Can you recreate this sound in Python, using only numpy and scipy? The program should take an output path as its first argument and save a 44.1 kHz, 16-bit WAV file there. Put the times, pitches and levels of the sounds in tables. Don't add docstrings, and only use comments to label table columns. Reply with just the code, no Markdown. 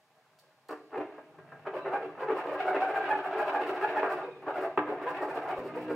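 import sys
import numpy as np
from scipy import signal
from scipy.fft import rfft, irfft, next_fast_len
from scipy.io import wavfile
from scipy.ndimage import uniform_filter1d

SR = 44100
rng = np.random.default_rng(int(sys.argv[2]) if len(sys.argv) > 2 else 0)


def store_wav(level_fs):
    pcm = np.round(np.clip(np.atleast_2d(level_fs), -1, 1) * 32767)
    wavfile.write(sys.argv[1], SR, pcm.T.astype(np.int16))


N = 262395
TIME = np.arange(N) / SR

# t/s, relative blow/dB, 1/e contact decay/s, low-pass corner/Hz
KNOCKS = [(0.436, -52.5, 0.0057, 2000), (0.688, -25.5, 0.015, 1500), (0.706, -28.5, 0.0074, 1500),
          (0.722, -26, 0.0089, 1510), (0.974, -22.5, 0.014, 700), (1.179, -32, 0.0095, 1200),
          (1.384, -37, 0.007, 1100), (1.519, -32, 0.009, 1300), (1.667, -24.5, 0.01, 5000),
          (1.857, -27.5, 0.0049, 3000), (1.933, -25, 0.0053, 3000), (2.174, -31.5, 0.008, 1500),
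          (2.302, -21, 0.007, 2990), (2.745, -19, 0.005, 2000), (2.764, -20.5, 0.0032, 4000),
          (3.256, -28.5, 0.0034, 1990), (3.545, -29, 0.0057, 2000), (3.971, -21.5, 0.0045, 3001),
          (4.029, -20, 0.003, 3000), (4.42, -29.5, 0.02, 900), (4.473, -27, 0.012, 3000),
          (4.645, -28.5, 0.0029, 2982), (4.774, -13.5, 0.0053, 6000), (4.789, -19, 0.0029, 4000),
          (4.876, -25, 0.0067, 900), (5.904, -25, 0.0066, 1199)]
# f/Hz, relative level/dB
FIBRE_SPECTRUM = [(1500, -13.5), (3200, 7.5), (4800, 13), (6300, 3.5), (7600, 7), (11000, 3), (16000, 4.5)]
# f/Hz, gain of the side signal/dB
SIDE_WIDTH = [(100, -7.5), (280, -17.5), (550, -23), (1000, -15), (1600, -7.5), (2500, -1.5), (4500, 1),
              (7500, -6.5), (13000, -13)]
# t/s, rate/(teeth per s)
TOOTH_RATE = [(0.98, 368), (1.77, 543), (1.95, 748), (2.3, 454), (2.6, 727), (3.05, 812), (4.19, 823),
              (4.28, 366), (4.49, 760), (4.65, 680), (4.92, 421), (5.09, 890), (5.51, 784), (5.6, 497)]
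# strip rasp/dB, bench shudder/dB, kerf scrape/dB, fibre hiss/dB
STROKES = [(0.981, 0.13, -34.5, -32.5, -52, -79), (1.671, 0.049, -39, -46.5, -55, -88),
           (1.767, 0.09, -34.5, -39, -52, -70.5), (1.882, 0.09, -37, -38.5, -51, -78),
           (1.947, 0.086, -33.5, -38, -51.5, -68.5), (2.036, 0.1, -43, -39.5, -58.5, -77),
           (2.222, 0.085, -34, -43, -51, -69), (2.317, 0.095, -31, -32.5, -47, -74),
           (2.382, 0.086, -31.5, -43, -47.5, -64), (2.478, 0.091, -35, -37.5, -50, -70),
           (2.542, 0.074, -32, -37.5, -48.5, -65.5), (2.612, 0.081, -35, -38, -46.5, -69),
           (2.686, 0.082, -31.5, -34, -47.5, -64), (2.758, 0.078, -33, -35, -47.5, -70),
           (2.829, 0.079, -32, -38, -47, -63.5), (2.897, 0.077, -32, -36, -48.5, -66),
           (2.967, 0.081, -31.5, -38, -44.5, -63), (3.042, 0.081, -33.5, -35, -44.5, -69),
           (3.111, 0.081, -31, -34.5, -46, -62.5), (3.182, 0.085, -36, -39, -48.5, -69.5),
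           (3.262, 0.082, -37, -40, -55, -66), (3.332, 0.077, -34.5, -39, -48.5, -72),
           (3.401, 0.089, -32, -35.5, -45.5, -62.5), (3.482, 0.084, -32, -36.5, -46, -63.5),
           (3.552, 0.077, -31.5, -35, -48, -63), (3.623, 0.074, -35, -37, -46, -65.5),
           (3.688, 0.079, -34.5, -35, -49, -60), (3.763, 0.078, -34, -39, -47.0, -67),
           (3.833, 0.085, -32, -34.5, -45.5, -62), (3.906, 0.084, -35.5, -36, -45, -66.5),
           (3.978, 0.078, -32, -34, -45.5, -62.5), (4.049, 0.082, -31, -36.5, -50, -68),
           (4.122, 0.077, -33, -36, -49, -60.5), (4.186, 0.076, -36.5, -46, -55.5, -72),
           (4.251, 0.1, -41.5, -39.5, -57, -76), (4.497, 0.074, -33.5, -34, -55.5, -72),
           (4.571, 0.077, -35, -34, -52.5, -67), (4.633, 0.09, -34, -33.5, -49.5, -63),
           (4.908, 0.13, -35, -32.5, -54, -74), (5.034, 0.058, -39, -34, -50, -68.5),
           (5.096, 0.076, -35, -43, -48.5, -64), (5.168, 0.073, -39.5, -41, -49.5, -68),
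           (5.232, 0.078, -34, -33.5, -52, -63.5), (5.301, 0.072, -41, -36.5, -52.5, -66),
           (5.367, 0.076, -38, -39.5, -53, -63.5), (5.443, 0.073, -37.5, -43.5, -53, -69.5),
           (5.503, 0.079, -34, -36, -47.5, -64.5), (5.585, 0.085, -41.5, -37.5, -59, -67),
           (5.664, 0.083, -50, -38, -57.5, -66.5), (5.77, 0.074, -40.5, -44, -51, -66.5),
           (5.826, 0.082, -46, -48, -56.0, -66.5), (5.915, 0.083, -44, -36, -50, -65.5)]


def amp(db):
    return 10 ** (np.asarray(db) / 20)


def rms(x):
    return np.sqrt(np.mean(x ** 2) + 1e-20)


def read(points, hz):
    f, value = np.transpose(points)
    return np.interp(np.log(hz + 1), np.log(f), value)


def over_time(points):
    return np.interp(TIME, *np.transpose(points))


def add(mix, start_s, sound):
    part = mix[max(round(start_s * SR), 0):][:len(sound)]
    part += sound[:len(part)]


def colour(x, points):
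    size = next_fast_len(N + 4096, True)
    gain = amp(read(points, np.fft.rfftfreq(size, 1 / SR)))
    return irfft(rfft(x, size) * gain, size)[..., :N]


def wander(hz):
    knots = rng.standard_normal(N // 8)
    return np.interp(TIME * hz, np.arange(len(knots)), knots)


def through(x, response):
    return signal.oaconvolve(x, response)[:N]


def still_air():
    # f/Hz, relative level/dB
    air_spectrum = [(18, -75), (30, -59.5), (140, 8), (197, -11), (455, 0.5), (492, -20.5), (970, -14.5),
                    (1050, 5.5), (1290, -19), (1550, -2.5), (5170, -12.5), (15500, -22)]
    level_db = -74
    noise = colour(rng.standard_normal((2, N)), air_spectrum)
    return amp(level_db) * noise / rms(noise)


def motor():
    # f/Hz, relative level/dB
    rumble_spectrum = [(30, -26.5), (70, -32.5), (100, -10.5), (122, -6), (152, 5.5), (185, -6.5),
                       (300, -7), (700, -38), (3000, -88)]
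    # t/s, level/dB
    rumble_level = [(0, -80.5), (1.25, -76), (1.4, -60.5), (3.5, -64.5), (4.6, -62), (5.95, -56.5)]
    # multiple of the motor rate, relative level/dB
    orders = [(2, -15.5), (3, -9), (4, -2), (7, -5), (8, -2), (10, -14)]
    # t/s, gain/dB
    hum_gain = [(0, -100), (5.57, -75), (5.59, -47), (5.75, -47), (5.95, -47)]
    # t/s, level/dB
    drone_level = [(5.55, -120), (5.62, -56), (5.66, -46), (5.71, -55), (5.74, -43), (5.85, -40),
                   (5.9, -35), (5.95, -36)]
    mean_rate_hz, drone_order = 61.8, 5
    rumble = colour(rng.standard_normal((2, N)), rumble_spectrum)
    middle, side = amp(over_time(rumble_level)) * rumble / rms(rumble)
    turns = np.cumsum(mean_rate_hz * (1 + 0.005 * wander(14))) / SR
    hum = np.zeros(N)
    for multiple, db in orders:
        level = amp(db + 3.0 * wander(14))
        hum += level * np.sin(2 * np.pi * (round(multiple) * turns + rng.random()))
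    drone = amp(over_time(drone_level)) * np.sin(2 * np.pi * drone_order * turns)
    middle = middle + amp(over_time(hum_gain)) * hum + drone
    return np.array([middle, side])


def background():
    middle, side = still_air() + motor()
    side = colour(side, SIDE_WIDTH)
    return np.array([middle + side, middle - side])


def tail(early_share, early_s):
    # f/Hz, t60/s
    late_t60 = [(150, 2), (500, 0.74), (1400, 0.35), (4000, 1.5), (12000, 0.16)]
    taps = rng.choice([-1., 1.], SR // 2) * (rng.random(SR // 2) < 3000 / SR)
    taps[:SR // 400] = 0
    hz, t, z = signal.stft(taps, SR, nperseg=256)
    late = amp(-60 * t / read(late_t60, hz)[:, None])
    early = early_share * np.exp(-t / early_s)
    out = signal.istft(z * (late + early), SR, nperseg=256)[1]
    return out / np.linalg.norm(out)


def reflected(x, early_share, early_s, count=5):
    times = np.transpose(STROKES)[0]
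    place = np.interp(TIME, times, np.arange(len(times)))
    out = np.zeros(N)
    for k in range(count):
        distance = abs((place - k + count / 2) % count - count / 2)
        share = np.cos(np.pi / 2 * np.minimum(distance, 1))
        out += through(x * share, tail(early_share, early_s))
    return out


def room(x, wet_db):
    wet = amp(wet_db)
    middle = (x + wet * reflected(x, early_share=2.45, early_s=0.04)) / np.sqrt(1 + wet ** 2)
    side = colour(reflected(x, early_share=8.7, early_s=0.008, count=3), SIDE_WIDTH)
    return np.array([middle + side, middle - side])


def wood(low_hz, high_hz, ring=0.74, size=16384):
    # f/Hz, gain/dB
    broad = [(40, -58.5), (100, -23.5), (220, -22.5), (300, -6), (400, 2.5), (560, 0.5), (800, -2.5),
             (950, -2), (1740, -9.5), (1880, -13), (2750, -18), (3150, -27), (4500, -40), (9000, -63.5)]
    # f/Hz, width/Hz, height over the broad response before ring/dB
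    modes = [(300, 6, 13), (356, 10, 5), (379, 10, 12), (441, 20, 8.5), (478, 10, 5), (624, 12, 10),
             (669, 12, 11), (740, 18, 10), (787, 12, 10.5), (853, 12, 10), (1016, 30, 4), (1170, 18, 9),
             (1240, 18, 8), (1302, 18, 6), (1438, 18, 7), (1561, 10, 6), (1619, 12, 13), (1685, 26, 6),
             (1780, 20, 5), (1920, 30, 6), (2150, 38, 4), (2310, 24, 4), (2680, 40, 4), (3770, 50, 6)]
    hz = abs(np.fft.fftfreq(size, 1 / SR)) + 1
    peaks = 0
    for f, width, db in modes:
        peaks = peaks + (amp(ring * db) ** 2 - 1) / (1 + (2 * (hz - f) / width) ** 2)
    band = 1 / (1 + (low_hz / hz) ** 8) / (1 + (hz / high_hz) ** 8)
    gain = amp(read(broad, hz)) * np.sqrt(np.maximum(1 + peaks, 1e-2) * band)
    log_gain = np.log(gain + 1e-5)
    return np.fft.ifft(np.exp(np.conj(signal.hilbert(log_gain)))).real[:size // 2]


def swell(levels_db, sharpness):
    power = np.zeros(N)
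    for (s, length_s, *_), db in zip(STROKES, levels_db):
        speed = abs(np.sin(np.linspace(0, np.pi, round(length_s * SR))))
        add(power, s - length_s / 2, (amp(db) * speed ** sharpness) ** 2)
    return uniform_filter1d(np.sqrt(power), size=250)


def thumps():
    # t/s, level before the low-pass/dB, 1/e decay/s
    thump_levels = [(4.776, -66, .012), (5.583, -41, .004)]
    out = np.zeros(N)
    t = np.arange(SR // 5) / SR
    for s, db, fade_s in thump_levels:
        add(out, s, amp(db) * (1 - t / fade_s) * np.exp(-t / fade_s))
    return signal.sosfilt(signal.butter(2, 160, fs=SR, output="sos"), out)


def booms():
    # t/s, level/dB
    boom_levels = [(0.70, -51), (0.975, -35.5), (4.777, -27.5), (4.876, -39.5)]
    # f/Hz, relative level/dB, t60/s
    bench_modes = [(88, -36.5, 0.19), (124.3, -20, 0.33), (186, -14, 0.13), (247, -11, 0.14),
                   (301.7, -2.5, .6)]
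    out = np.zeros(N)
    t = np.arange(SR) / SR
    for s, boom_db in boom_levels:
        for hz, db, t60_s in bench_modes:
            envelope = (1 - np.exp(-t / 0.0047)) * np.exp(-np.log(1000) * t / t60_s)
            tone = np.sin(2 * np.pi * (hz * t + rng.random()))
            add(out, s, amp(boom_db + db) * envelope * tone)
    return out


def clicks():
    # t/s, relative level/dB, 1/e decay/s
    ticks = [(0.388, -50, 0.016), (0.686, -41, 0.0045), (0.694, -48, 0.0034), (0.707, -47, 0.016)]
    click_re_blow_db = -35.5
    in_blows = [(s, db + click_re_blow_db, contact_s) for s, db, contact_s, _ in KNOCKS]
    out = np.zeros(N)
    t = np.arange(SR // 10) / SR
    for s, db, fade_s in list(ticks) + in_blows:
        add(out, s, amp(db) * rng.standard_normal(len(t)) * np.exp(-t / fade_s))
    return amp(-16.0) * colour(out, FIBRE_SPECTRUM)


def knocks():
    blows = np.zeros(N)
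    t = np.arange(SR // 10) / SR
    for s, blow_db, contact_s, dull_hz in KNOCKS:
        chatter = rng.standard_normal(len(t)) * np.exp(-t / contact_s)
        force = chatter * (1 - np.exp(-t / (0.39 * contact_s)))
        force = amp(blow_db) * force / np.linalg.norm(force)
        keep = np.exp(-2 * np.pi * dull_hz / SR)
        add(blows, s, signal.lfilter([1 - keep], [1, -keep], force))
    blows = colour(blows, [(120, 0.5), (200, 6.0), (430, -1), (650, -2),
                           (900, 0), (1400, 1.5), (2200, -0.5), (3200, 2)])
    response = wood(low_hz=117, high_hz=3340)
    return amp(4.5) * through(blows, response / abs(response).max())


def blade():
    rings = [(1.83, .05, 2690, .06, -53), (1.82, .06, 3930, 0, -68), (4.245, .04, 2500, 0, -55),
             (4.245, .05, 3760, 0, -66), (4.282, .035, 2490, -.02, -57), (4.33, .07, 2470, -.02, -57.5),
             (4.323, .045, 3700, .02, -68), (4.365, .04, 2440, -.02, -64), (4.36, .06, 3520, -.12, -74)]
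    out = np.zeros(N)
    for s, length_s, hz, glide, db in rings:
        size = round(length_s * SR)
        bend = glide * np.linspace(-.5, .5, size) + 0.018 * wander(300)[:size]
        turns = np.cumsum(hz * (1 + bend)) / SR
        level = amp(db + 3 * wander(150)[:size])
        add(out, s - length_s / 2, level * np.hanning(size) * np.sin(2 * np.pi * turns))
    return out


def fibres():
    flicker_db = 2.0 * wander(1500) + 1.4 * wander(130)
    snaps = colour(rng.standard_normal(N) * amp(flicker_db), FIBRE_SPECTRUM)
    return amp(-0.5) * snaps / rms(snaps) * swell(np.transpose(STROKES)[-1], sharpness=1.23)


def rounded_bites():
    runs_per_s, run_s, spread_octaves = 55, .016, .16
    fundamental_db, octave_db = 2.5, -5.0
    out = np.zeros(N)
    draws = rng.standard_normal((int(N / SR * runs_per_s), 5))
    for k, (late, pitch, size, bright, span) in enumerate(draws):
        s = (k + .3 * late) / runs_per_s
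        t = np.arange(round(SR * run_s * 1.25 ** span)) / SR
        hz = 0.92 * np.interp(s, *np.transpose(TOOTH_RATE)) * 2 ** (spread_octaves * pitch)
        tone = amp(fundamental_db + 2.5 * np.tanh(size)) * np.sin(2 * np.pi * hz * t)
        octave = amp(octave_db + 4 * np.tanh(bright)) * np.sin(4 * np.pi * hz * t)
        add(out, s, np.hanning(len(t)) * (tone + octave))
    return out * swell(np.transpose(STROKES)[2], sharpness=0.89)


def singing():
    whoops = [(1.95, 0.062, 797.6, -27, -40), (2.61, 0.027, 753.6, -25, -49),
              (2.685, 0.031, 743.4, -21, -35.5), (2.709, .035, 735.2, -36.5, -36),
              (2.829, .045, 761, -21.5, -36), (2.87, .04, 782, -43, -40.5),
              (2.97, 0.046, 801.5, -26.5, -31), (3.014, .03, 791.3, -29, -34),
              (3.115, .036, 850, -22.5, -29.5), (3.16, 0.024, 855.7, -27.5, -44),
              (3.264, .03, 744.8, -27, -53), (3.408, 0.043, 833, -26.5, -33.5),
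              (3.549, .018, 827.4, -25.5, -42), (3.562, 0.049, 812.8, -29.5, -35),
              (3.599, 0.024, 823.2, -29, -36), (3.842, 0.049, 843.4, -26.5, -32.5),
              (3.985, .055, 848.5, -26, -36), (4.04, .04, 818, -30.5, -39), (4.575, 0.039, 721.4, -30, -56),
              (4.655, 0.061, 673.7, -30, -55), (5.08, .05, 502.4, -34.5, -31),
              (5.51, .035, 381, -33.5, -30), (5.605, .06, 504, -35.5, -55), (5.778, 0.049, 500, -33.5, -52),
              (5.92, .055, 477, -30.5, -67)]
    sag, jitter = 0.055, 0.018
    out = np.zeros(N)
    for s, length_s, hz, db, octave_db in whoops:
        place = np.linspace(-1, 1, round(length_s * SR))
        pitch = hz * (1 - sag * place ** 2 + jitter * wander(320)[:len(place)])
        phase = 2 * np.pi * np.cumsum(pitch) / SR
        tone = amp(db) * np.sin(phase) + amp(octave_db) * np.sin(2 * phase)
        tone = tone + amp(db - 22.0) * np.sin(3 * phase)
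        add(out, s - length_s / 2, np.hanning(len(place)) * tone)
    return amp(1.5) * out


def teeth_passed(sag, jitter):
    s, length_s, *_ = np.transpose(STROKES)
    rate = np.interp(s, *np.transpose(TOOTH_RATE))
    now = np.searchsorted((s[1:] + s[:-1]) / 2, TIME)
    place = np.clip((TIME - s[now]) / length_s[now], -.5, .5)
    arch = 1 - sag * (2 * place) ** 2
    return np.cumsum(rate[now] * arch * (1 + jitter * wander(350))) / SR


def along_blade(x, echo, trip_s):
    trip = trip_s * (1 + 0.225 * wander(16))
    return x + echo * np.interp(TIME - trip, TIME, x)


def shifting(drive, count=7):
    spread_db, changes_per_s = 5.0, 70
    log_hz = np.log(np.fft.rfftfreq(N, 1 / SR) + 1)
    place = np.interp(log_hz, np.log([350, 2800]), [0, count - 1])
    spectrum = rfft(drive)
    out = np.zeros(N)
    for k in range(count):
        band = irfft(spectrum * np.maximum(1 - abs(place - k), 0), N)
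        out += band * amp(spread_db * np.tanh(wander(changes_per_s)))
    return out


def played(drive, force, response):
    return through(drive * force, response) / rms(through(drive, response))


def saw():
    # t/s, relative level/dB
    rub_level = [(0.87, -65), (0.92, -54), (1.0, -56), (1.12, -53), (1.35, -58.5), (1.6, -54.5), (2.1, -51),
                 (4.39, -56), (4.44, -52.5), (4.69, -47), (4.76, -57), (5.0, -44), (5.6, -44.5)]
    grain_db = 2.0
    bounce_hz, bounce_db = 75.5, 2.5
    _, _, rasp_db, shudder_db, scrape_db, _ = np.transpose(STROKES)
    teeth = teeth_passed(sag=.15, jitter=.012)
    strikes = np.diff(np.floor(teeth), prepend=0)
    bounce = np.cos(2 * np.pi * np.cumsum(bounce_hz * (1 + 0.1494 * wander(30))) / SR)
    grip = amp(grain_db * wander(130) + bounce_db * bounce)
    bites = strikes * (np.tanh(2 * rng.standard_normal(N)) + 0.27)
    tearing = rng.standard_normal(N) * np.exp(-(teeth % 1) / 0.43)
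    contact = grip * (bites / rms(bites) + 0.5 * tearing / rms(tearing))
    drive = shifting(along_blade(contact, echo=0.4, trip_s=0.002985))
    rub = amp(over_time(rub_level))
    scrape_force = np.hypot(swell(scrape_db, sharpness=0.73), amp(-13.5) * rub)
    scrape = played(drive, scrape_force, wood(low_hz=1837, high_hz=12000, ring=0.79))
    rasp_force = np.hypot(swell(rasp_db, sharpness=0.55), rub)
    rasp = played(drive, rasp_force, wood(low_hz=546, high_hz=1765, ring=0.93))
    shudder_force = swell(shudder_db, sharpness=0.62)
    shudder = played(drive / np.sqrt(grip), shudder_force, wood(low_hz=90, high_hz=503, ring=0.89))
    return amp(2.5) * scrape + amp(-0.87) * rasp + amp(-1.0) * shudder


def scene():
    timber = room(saw() + rounded_bites() + knocks(), wet_db=-4.0)
    steel = room(singing() + fibres() + clicks() + blade(), wet_db=-4.0)
    return timber + steel + booms() + thumps() + background()


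def record(dry):
    edge_hz = 15800
    lowpass = signal.firwin(511, edge_hz, window=("kaiser", 9), fs=SR)
    return signal.oaconvolve(dry, lowpass[None], "same")


dry = scene()
out = record(dry)
store_wav(out)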